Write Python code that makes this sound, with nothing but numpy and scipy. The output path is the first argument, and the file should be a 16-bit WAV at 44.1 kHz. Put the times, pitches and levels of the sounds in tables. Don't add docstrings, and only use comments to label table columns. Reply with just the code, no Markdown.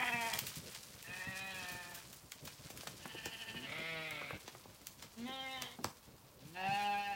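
import sys
import numpy as np
from scipy import signal
from scipy.fft import rfft, irfft
from scipy.io import wavfile
from scipy.ndimage import uniform_filter1d, map_coordinates

SR = 44100
rng = np.random.default_rng(int(sys.argv[2]) if len(sys.argv) > 2 else 0)


def transcribe(u):
    v = np.clip(np.atleast_2d(u).T, -1, 1)
    q = np.round(v * 32767).astype(np.int16)
    wavfile.write(sys.argv[1], SR, q)


N = 315315
TIME = np.arange(N) / SR
HZ = np.fft.rfftfreq(4096, 1 / SR)
EDGE_HZ = 16000

# frequency in Hz, relative level in dB per Hz.
AIR = [(20, -16), (60, 5.5), (150, -2), (250, -7.5), (450, -8), (1000, -2.5), (1700, -14.5), (8000, -22.5),
       (16000, -12)]
AIR_DB = -64.5
# time in seconds, leaf rustle in dB before the layers are mixed.
BUSTLE = [(0.0, -54.5), (0.42, -53.5), (0.8, -60.5), (1.89, -58.5), (2.29, -67), (2.81, -59.5), (2.95, -60),
          (4.92, -67.5), (5.73, -67), (6.35, -72), (6.77, -62), (7.15, -68)]
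# frequency in Hz, relative level in dB.
LEAVES = [(150, -25), (400, -4), (1000, -2), (2500, -3.5), (4600, -2), (8000, -5.5), (12500, -11),
          (15000, -11), (16000, -14)]
RUMBLE = [(20, -63), (53, -12), (120, -3), (165, -5), (210, -8.5), (320, -12.5), (600, -13.5), (1200, -59)]
GROUND_DB, GROUND_FOLLOWS = -61.5, 0.39

# start in seconds, peak in dB before a common gain, centre in Hz.
TREADS = [(0.141, -38, 166), (0.418, -44, 155), (0.566, -42.5, 141), (1.269, -41, 140), (1.409, -50, 129),
          (3.053, -43, 200), (3.145, -46.5, 234), (3.55, -44, 135), (3.79, -44, 316), (4.33, -44.5, 120),
          (5.29, -44, 304), (5.787, -37.5, 257), (5.843, -40.5, 133), (6.45, -46.5, 130), (6.686, -37, 163),
          (6.712, -42, 170)]
KNOCKS = [(2.474, -46.5, 1410), (2.701, -47.5, 437), (2.831, -47.5, 740), (2.869, -40.5, 1050),
          (3.054, -40.5, 1240), (3.147, -46, 398), (3.257, -40.5, 497), (3.543, -48, 570),
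          (4.214, -40, 900), (4.305, -37.5, 830), (4.33, -45, 525), (4.477, -44.5, 470),
          (4.548, -44.5, 1020), (4.654, -49, 490), (5.787, -44, 425), (5.8435, -33, 592)]
# start in seconds, level in dB before a common gain,
# centre in Hz, relative level of the crushed leaves in dB, decay of the crack in seconds.
SNAPS = [(0.337, -31, 6000, -16, .0015), (0.3893, -24.5, 5500, -25, .0007), (0.468, -32, 4850, -4, .002),
         (0.558, -39, 3500, -8, .002), (0.748, -38, 2600, -13, .0015), (1.0261, -41, 6000, -18, .001),
         (1.718, -41.5, 7580, 2, .001), (1.948, -39, 5510, 5, .001), (2.129, -42.5, 6800, -14, .001),
         (2.319, -35.5, 3200, -21.5, .0013), (2.453, -41.5, 4700, -11, .001), (2.4744, -39, 2620, -2, .002),
         (2.702, -42, 4500, -6, .002), (2.774, -39.5, 4800, -20, .001), (2.809, -41, 2500, -20, .001),
         (2.872, -35, 2180, -13, .004), (3.257, -33, 2800, -16, .0012), (4.1079, -39, 5035, -39, .001),
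         (4.478, -40, 1610, -10, .002), (4.869, -33.5, 5770, -18, .0018), (5.0243, -40, 2440, -15, .001),
         (5.6203, -30.5, 2600, -19, .002), (5.8434, -26, 2200, -29, .0005)]
# frequency in Hz, level in dB.
TWIG = [(1000, 0.5), (7500, 0.5), (11500, -4), (14500, 4)]
# start in seconds, level in dB.
STICK_CRACKS = [(0.3343, -34), (0.3372, -30)]
# frequency in Hz, level in dB, time to fall by 60 dB in seconds.
STICK = [(3320, 1, 0.016), (4000, -7, 0.015), (5080, -1, 0.0069), (8300, -5, 0.012)]

# mouth opening in seconds, length in seconds, time to full effort in seconds,
# level in dB, swell up to it in dB, fade after it in dB, share of the upper throat resonances in dB.
BLEATS = [(-0.1, 0.51, 0.053, -37, -24, 13.5, -2.0), (1.025, 0.99, 0.19, -46, 11, 16.5, -1.9),
          (2.99, 0.69, 0.23, -52, 13, 1.5, -1), (3.64, 0.745, 0.16, -44, 8, 8, -1),
          (5.247, 0.53, 0.28, -45.5, 1, 20.5, -2), (6.535, 0.92, 0.16, -37, 8, 17.5, -7.5)]
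ATTACK_S, RELEASE_S, FADE_POWER, PITCH_LEAD_S = 0.034, 0.029, 2.77, 0.012
STRAIN_HZ = 2800
# frequency in Hz, width in Hz, relative level in dB.
FIRST_THROAT = [(250, 780, -6), (743, 130, 6.5), (940, 104, 7), (1270, 360, 0.5), (1870, 330, 3),
                (2240, 270, -4), (2456, 330, -0.5), (3190, 350, -7.5), (5800, 2000, -50)]
SECOND_THROAT = [(186, 35, -13), (793, 460, -9.5), (940, 250, -28), (1370, 460, -11), (1820, 270, 3.5),
                 (2538, 216, 4), (3190, 670, -8.5), (3960, 410, -10)]
QUAVER_THROAT = [(252, 360, -15), (800, 200, -7), (1790, 260, 4.5), (2670, 410, 2), (2970, 340, 5),
                 (4400, 780, -9.5)]
DEEP_THROAT = [(218, 111, 11), (608, 236, 7.5), (900, 190, -3), (1390, 250, 11), (2087, 340, 4.5),
               (2430, 420, -3), (3370, 1440, -7.5), (5340, 700, -20)]
CLEAR_THROAT = [(410, 790, 0.5), (810, 200, 3.5), (1034, 160, 3), (1590, 420, 9), (2010, 300, 9.5),
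                (3080, 770, 5.5), (3640, 590, 4.5), (5500, 3000, -14)]
LAST_THROAT = [(250, 250, -16), (520, 300, -21), (805, 130, 1), (1350, 600, -20), (1710, 300, -11),
               (2200, 400, -24), (2660, 290, -9), (3080, 250, -22), (3550, 400, -23), (4280, 350, -21),
               (4850, 350, -27), (5600, 2500, -34)]
# time in seconds, pitch in Hz.
FIRST_PITCH = [(0.0, 246.2), (0.029, 252.3), (0.047, 242.7), (0.089, 243.9), (0.11, 229.4), (0.136, 238.9),
               (0.25, 227.4), (0.274, 229.8), (0.301, 219.8), (0.39, 208.7)]
SECOND_PITCH = [(1.03, 155), (1.107, 177.5), (1.157, 183.4), (1.445, 193.1), (1.612, 182.4), (2.0, 173.3)]
QUAVER_PITCH = [(2.98, 214.2), (3.194, 222.5), (3.472, 223.6), (3.648, 221.6)]
DEEP_PITCH = [(3.521, 109.4), (3.67, 136.3), (3.761, 158.8), (3.871, 163), (4.102, 156.6), (4.165, 147.2),
              (4.341, 139.7)]
CLEAR_PITCH = [(5.183, 225.4), (5.244, 241), (5.272, 259.5), (5.316, 266), (5.552, 262.9), (5.625, 251.7),
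               (5.691, 241.3)]
LAST_PITCH = [(6.42, 131.7), (6.46, 148.9), (6.516, 163.3), (6.563, 181.4), (6.676, 194.6), (6.785, 204.3),
              (7.109, 202.2), (7.15, 193.7)]
# time in seconds, hoarseness from 0 to 1.
HOARSENESS = [
    [(0, .5), (.1, .5), (.125, .15), (.26, .18), (.31, .55), (.4, .55)],
    [(1.03, .45), (1.42, .18), (1.6, .27), (2, .35)],
    [(3, .38)],
    [(3.64, .62), (3.8, .5), (3.87, .18), (4.04, .17), (4.12, .4), (4.2, .58), (4.38, .62)],
    [(5.25, .25), (5.33, .1), (5.55, .09), (5.62, .45), (5.7, .55)],
    [(6.54, .2), (6.68, .3), (6.8, .2), (6.89, .05), (6.99, .06), (7.15, .12)],
]
# time in seconds, relative level in dB.
LOWS = [
    [(0, -1.5), (.03, 1.5), (.087, -5), (.105, -1), (.24, 2), (.3, -0.5), (.39, 3.5)],
    [(1.03, -11), (1.1, -6), (1.7, -1.5), (1.95, 4.5)],
    [(3, 0.5)],
    [(3.66, 2), (3.77, 2), (3.84, 0.5), (4.0, 4.5), (4.1, 2), (4.17, 1), (4.26, 2.5), (4.36, -10)],
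    [(5.25, 1.5), (5.46, 0), (5.69, -2)],
    [(6.54, -10), (6.6, -3.5), (6.64, -1), (6.72, -2), (6.9, 2), (7.0, 0), (7.055, -5.5), (7.12, 0.5),
     (7.15, -14)],
]


def amp(db):
    return 10 ** (np.asarray(db) / 20)


def evened(x):
    return x / np.sqrt(np.mean(x ** 2) + 1e-20)


def steadied(x):
    return x / np.sqrt(np.abs(uniform_filter1d(x ** 2, size=2600)) + 1e-12)


def add(mix, s, sound):
    part = mix[max(round(s * SR), 0):][:len(sound)]
    part += sound[:len(part)]


def drift(n, hz):
    place = np.arange(n) * 2 * hz / SR
    knots = rng.standard_normal(4096)
    return map_coordinates(knots, [place], order=2, mode="wrap") * 1.1


def spectrum(points):
    f, db = np.transpose(points)
    return amp(np.interp(np.log(HZ + 1), np.log(f + 1), db))


def resonances(modes):
    peaks = [amp(db) / (1 + (2 * (HZ - hz) / width) ** 2) for hz, width, db in modes]
    return np.sqrt(sum(peak ** 2 for peak in peaks))


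def hill(hz, octaves):
    return 1 / (1 + (np.log2((HZ + 1) / hz) / octaves) ** 4)


def colour(x, gain):
    log_gain = np.log(np.maximum(np.r_[gain, gain[-2:0:-1]], 1e-5))
    taps = np.fft.ifft(np.exp(np.conj(signal.hilbert(log_gain)))).real
    return signal.oaconvolve(x, taps)[:len(x)]


def moving(x, gain, stretch):
    n = np.arange(len(x))
    warped = np.cumsum(stretch)
    even = map_coordinates(x, [np.interp(np.arange(warped[-1] + 1), warped, n)], order=3)
    return map_coordinates(colour(even, gain), [warped], order=3)


def still_air():
    return amp(AIR_DB) * evened(colour(rng.standard_normal(N), spectrum(AIR)))


def ground_rumble(bustle_db):
    ground_db = GROUND_DB + GROUND_FOLLOWS * (bustle_db - bustle_db.mean())
    lumps = amp(4.0 * drift(N, 20.5))
    return amp(ground_db) * evened(colour(rng.standard_normal(N), spectrum(RUMBLE)) * lumps)


def leaf_crackles(per_s=700, spread_db=2.5, patch_db=3):
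    crackles = np.zeros(N)
    for hz in np.geomspace(1800, 14000, 4):
        size_db = spread_db * np.minimum(rng.exponential(1, N), 3.5)
        sizes = amp(size_db + patch_db * drift(N, 18))
        breaks = rng.choice([-1, 1], N) * sizes * (rng.random(N) < per_s / SR)
        crackles += evened(colour(breaks, hill(hz, 1))) * np.sqrt(hz)
    return evened(crackles)


def leaf_rustle(bustle_db, rustle_db=-2, crackle_db=3, clump_db=2, steps_per_s=12, settle_s=0.017):
    stir = amp(rustle_db) * rng.standard_normal(N) + amp(crackle_db) * leaf_crackles()
    steps = rng.random(N) * (rng.random(N) < steps_per_s / SR)
    stirred = signal.lfilter([1], [1, -np.exp(-1 / (settle_s * SR))], steps)
    clumps = evened(np.sqrt(1 + amp(clump_db) ** 2 * 2 * stirred))
    return amp(bustle_db) * colour(stir * clumps, evened(spectrum(LEAVES)))


def litter():
    bustle_db = np.interp(TIME, *np.transpose(BUSTLE))
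    return leaf_rustle(bustle_db) + ground_rumble(bustle_db)


def trees(x, wet_db, t60):
    t = np.arange(SR) / SR
    sparse = rng.standard_normal(SR) * (rng.random(SR) < 1500 / SR)
    taps = colour(sparse * (t > .005) * amp(-60 * t / t60), hill(1780, 4.1))
    return amp(wet_db) * signal.oaconvolve(x, taps / np.linalg.norm(taps) / 2)[:N]


def along_ground(x, lag_s=0.00794, corner_hz=400):
    hz = np.fft.rfftfreq(2 * N, 1 / SR)
    turn = 2 * np.pi * lag_s * corner_hz * np.log1p(hz / corner_hz)
    return irfft(rfft(x, 2 * N) * np.exp(-1j * turn))[:N]


def blows(rows, gain_db, push_s, octaves, scuff_db, scuff_s):
    out, t = np.zeros(N), np.arange(SR // 5) / SR
    for s, db, hz in rows:
        scuff = rng.standard_normal(len(t)) * np.exp(-t / scuff_s)
        push = colour(np.exp(-t / push_s), hill(hz, octaves))
        blow = evened(push) + amp(scuff_db) * evened(colour(scuff, hill(hz, octaves)))
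        add(out, s, amp(db + gain_db) * blow / np.abs(blow).max())
    return out


def treads():
    return blows(TREADS, gain_db=-0.5, push_s=0.00081, octaves=0.76, scuff_db=6.0, scuff_s=0.019)


def knocks():
    return blows(KNOCKS, gain_db=6.0, push_s=0.00046, octaves=1.26, scuff_db=-1.5, scuff_s=0.004)


def snaps(gain_db=-7.0, rise_s=0.004, crush_s=0.018, octaves=2):
    lead = SR // 50
    out, t = np.zeros(N), np.arange(-lead, SR // 7) / SR
    for s, db, hz, crush_db, crack_s in SNAPS:
        crack, crush, size = rng.standard_normal((3, len(t)))
        tear = np.clip(t / .0005, 0, 1) * np.exp(-np.abs(t) / crack_s)
        rise_and_fall = np.exp(np.minimum(t / rise_s, -t / crush_s))
        burst = crack * tear + amp(crush_db) * crush * size * rise_and_fall
        snap = colour(burst, hill(hz, octaves) * spectrum(TWIG))
        first_5_ms = snap[lead:][:SR // 200]
        add(out, s - lead / SR, amp(db + gain_db) * snap / np.sqrt(np.mean(first_5_ms ** 2)))
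    return out


def stick():
    out, t = np.zeros(N), np.arange(SR // 10) / SR
    ring = sum(amp(db - 60 * t / t60) * np.sin(2 * np.pi * hz * t) for hz, db, t60 in STICK)
    for s, db in STICK_CRACKS:
        add(out, s, amp(db) * ring)
    return out


def effort(number, age):
    _, length, rise_s, top_db, swell_db, fade_db, _ = BLEATS[number]
    rising = np.maximum(1 - age / rise_s, 0)
    fading = np.maximum((age - rise_s) / (length - rise_s), 0)
    return amp(top_db - swell_db * rising ** 2 - fade_db * fading ** FADE_POWER)


def fold_pulses(turns, pitch, flicker_db, flicker_hz, scatter):
    n = len(turns)
    folds = np.zeros(n)
    for k in range(1, 36):
        shortness = np.minimum(k * pitch / 2000, 1)
        strength = amp(flicker_db * shortness ** 2 * drift(n, flicker_hz))
        phase = scatter * rng.standard_normal() + shortness * drift(n, flicker_hz / 4)
        folds += strength * np.cos(2 * np.pi * k * turns + phase)
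    return evened(folds)


def breath_puffs(turns):
    puffs = (.2 + np.exp(-(turns % 1) / .22)) * rng.standard_normal(len(turns))
    return colour(evened(puffs), 1.8 * HZ / (HZ + 600))


def strained(high, t, length, peak_s, loss_db):
    low_pass = signal.butter(4, STRAIN_HZ, fs=SR, output="sos")
    dull = signal.sosfiltfilt(low_pass, high)
    return dull + (high - dull) * amp(-loss_db * np.minimum(2 * np.abs(t - peak_s) / length, 1))


def closed_hum(drive, since_start, mouth, hum_s, hum_db):
    shut = np.sqrt(np.minimum(since_start / hum_s, 1)) * (1 - mouth)
    nose = resonances([(227, 234, 0.5), (2230, 5200, -24)])
    return amp(hum_db) * shut * evened(colour(drive, nose))


def bleat(number, pitches, throat, tremble, hum=None, strain=None, widening=1.0, split_hz=1350,
          jitter=0.0368, flicker_db=3.0, flicker_hz=14, scatter=0.97):
    opens, length, upper_db = BLEATS[number][0], BLEATS[number][1], BLEATS[number][-1]
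    shake_hz, crest_s, start_db, end_db, pitch_swing, throat_swing = tremble
    hum_s = hum[0] if hum else 0
    t = np.arange(max(opens - hum_s, 0), opens + length, 1 / SR)
    n, age = len(t), np.clip(t - opens, 0, length)
    pitch = np.interp(t, *np.transpose(pitches))
    hoarse = np.interp(t, *np.transpose(HOARSENESS[number]))
    low_db = np.interp(t, *np.transpose(LOWS[number]))
    mouth = np.minimum(age / ATTACK_S, 1)
    release = np.minimum((length - age) / RELEASE_S, 1)

    depth_db = start_db + (end_db - start_db) * age / length
    shake = np.cos(2 * np.pi * shake_hz * (t - crest_s))
    waver = np.cos(2 * np.pi * shake_hz * (t - crest_s + PITCH_LEAD_S)) + drift(n, shake_hz) / 2
    turns = np.cumsum(pitch * (1 + pitch_swing * waver + jitter * hoarse * drift(n, 105))) / SR
    folds = fold_pulses(turns, pitch, flicker_db, flicker_hz, scatter)
    drive = (1 - hoarse) * folds + hoarse * breath_puffs(turns)
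    drive = drive * amp(3 * hoarse * drift(n, 80))

    lower = 1 / (1 + (HZ / split_hz) ** 8)
    upper = (1 - lower) / (1 + (HZ / 7500) ** 4)
    share = np.clip(amp(upper_db) ** 2, .02, .92)
    low = np.sqrt(1 - share) * amp(low_db) * steadied(colour(drive, resonances(throat) * lower))
    throat_waver = throat_swing * (waver + drift(n, shake_hz)) / 2
    stretch = 1 + (widening - 1) * (age / length) ** 3 + throat_waver
    high = moving(drive, resonances(throat) * upper, stretch)
    if strain:
        high = strained(high, t, length, *strain)
    high = np.sqrt(share) * steadied(high)
    trembling = low * amp(depth_db * shake / 2) + high * amp(depth_db * shake)
    voice = mouth * release * effort(number, age) * trembling
    if hum:
        voice += closed_hum(drive, t - t[0], mouth, *hum)
    return t[0], voice


def flock():
    out = np.zeros(N)
    first, second, quaver, deep, clear, last = range(len(BLEATS))
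    # time of its peak in seconds, loss in dB
    add(out, *bleat(first, FIRST_PITCH, FIRST_THROAT, tremble=(16.2, 0.026, 2.9, 1.2, 0.003, 0.015),
                    jitter=0.02, flicker_db=4.0, flicker_hz=19.3, scatter=0.61))
    add(out, *bleat(second, SECOND_PITCH, SECOND_THROAT, tremble=(10.0, 1.7, 0.66, 1.08, 0.0058, 0.014),
                    strain=(1.42, 5), widening=0.95, jitter=0.027, flicker_db=4.0, flicker_hz=15.94))
    add(out, *bleat(quaver, QUAVER_PITCH, QUAVER_THROAT, tremble=(12.9, 3.415, 4, 7, .015, .02),
                    jitter=.035, split_hz=1600, flicker_db=2.5))
    add(out, *bleat(deep, DEEP_PITCH, DEEP_THROAT, tremble=(11.9, 4.14, 0.33, 0.67, 0.0029, 0.0091),
                    hum=(.14, -51), strain=(3.9, 4), widening=1.09, split_hz=1640,
                    jitter=0.027, flicker_db=3.5, flicker_hz=22.1, scatter=2.7))
    add(out, *bleat(clear, CLEAR_PITCH, CLEAR_THROAT, tremble=(9.5, 5.66, 0.52, .9, 0.0019, 0.011),
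                    hum=(.085, -45.5), widening=1.047, split_hz=1400,
                    flicker_db=4.5, flicker_hz=14.04, scatter=2.07))
    add(out, *bleat(last, LAST_PITCH, LAST_THROAT, tremble=(15.34, 7.005, 0.29, 2.3, 0.0021, 0.042),
                    hum=(.14, -56), strain=(6.88, 5), widening=0.91,
                    jitter=0.019, flicker_db=3.0, flicker_hz=14.16, scatter=1.73))
    return out


def scene():
    near = flock() + along_ground(snaps() + knocks()) + stick() + treads()
    echo = trees(near, wet_db=-4.0, t60=0.27)
    return (near + echo + litter() + still_air())[None]


def record(dry):
    low_pass = signal.firwin(511, EDGE_HZ, window=("kaiser", 9), fs=SR)
    return signal.oaconvolve(dry, low_pass[None], "same")


dry = scene()
out = record(dry)
transcribe(out)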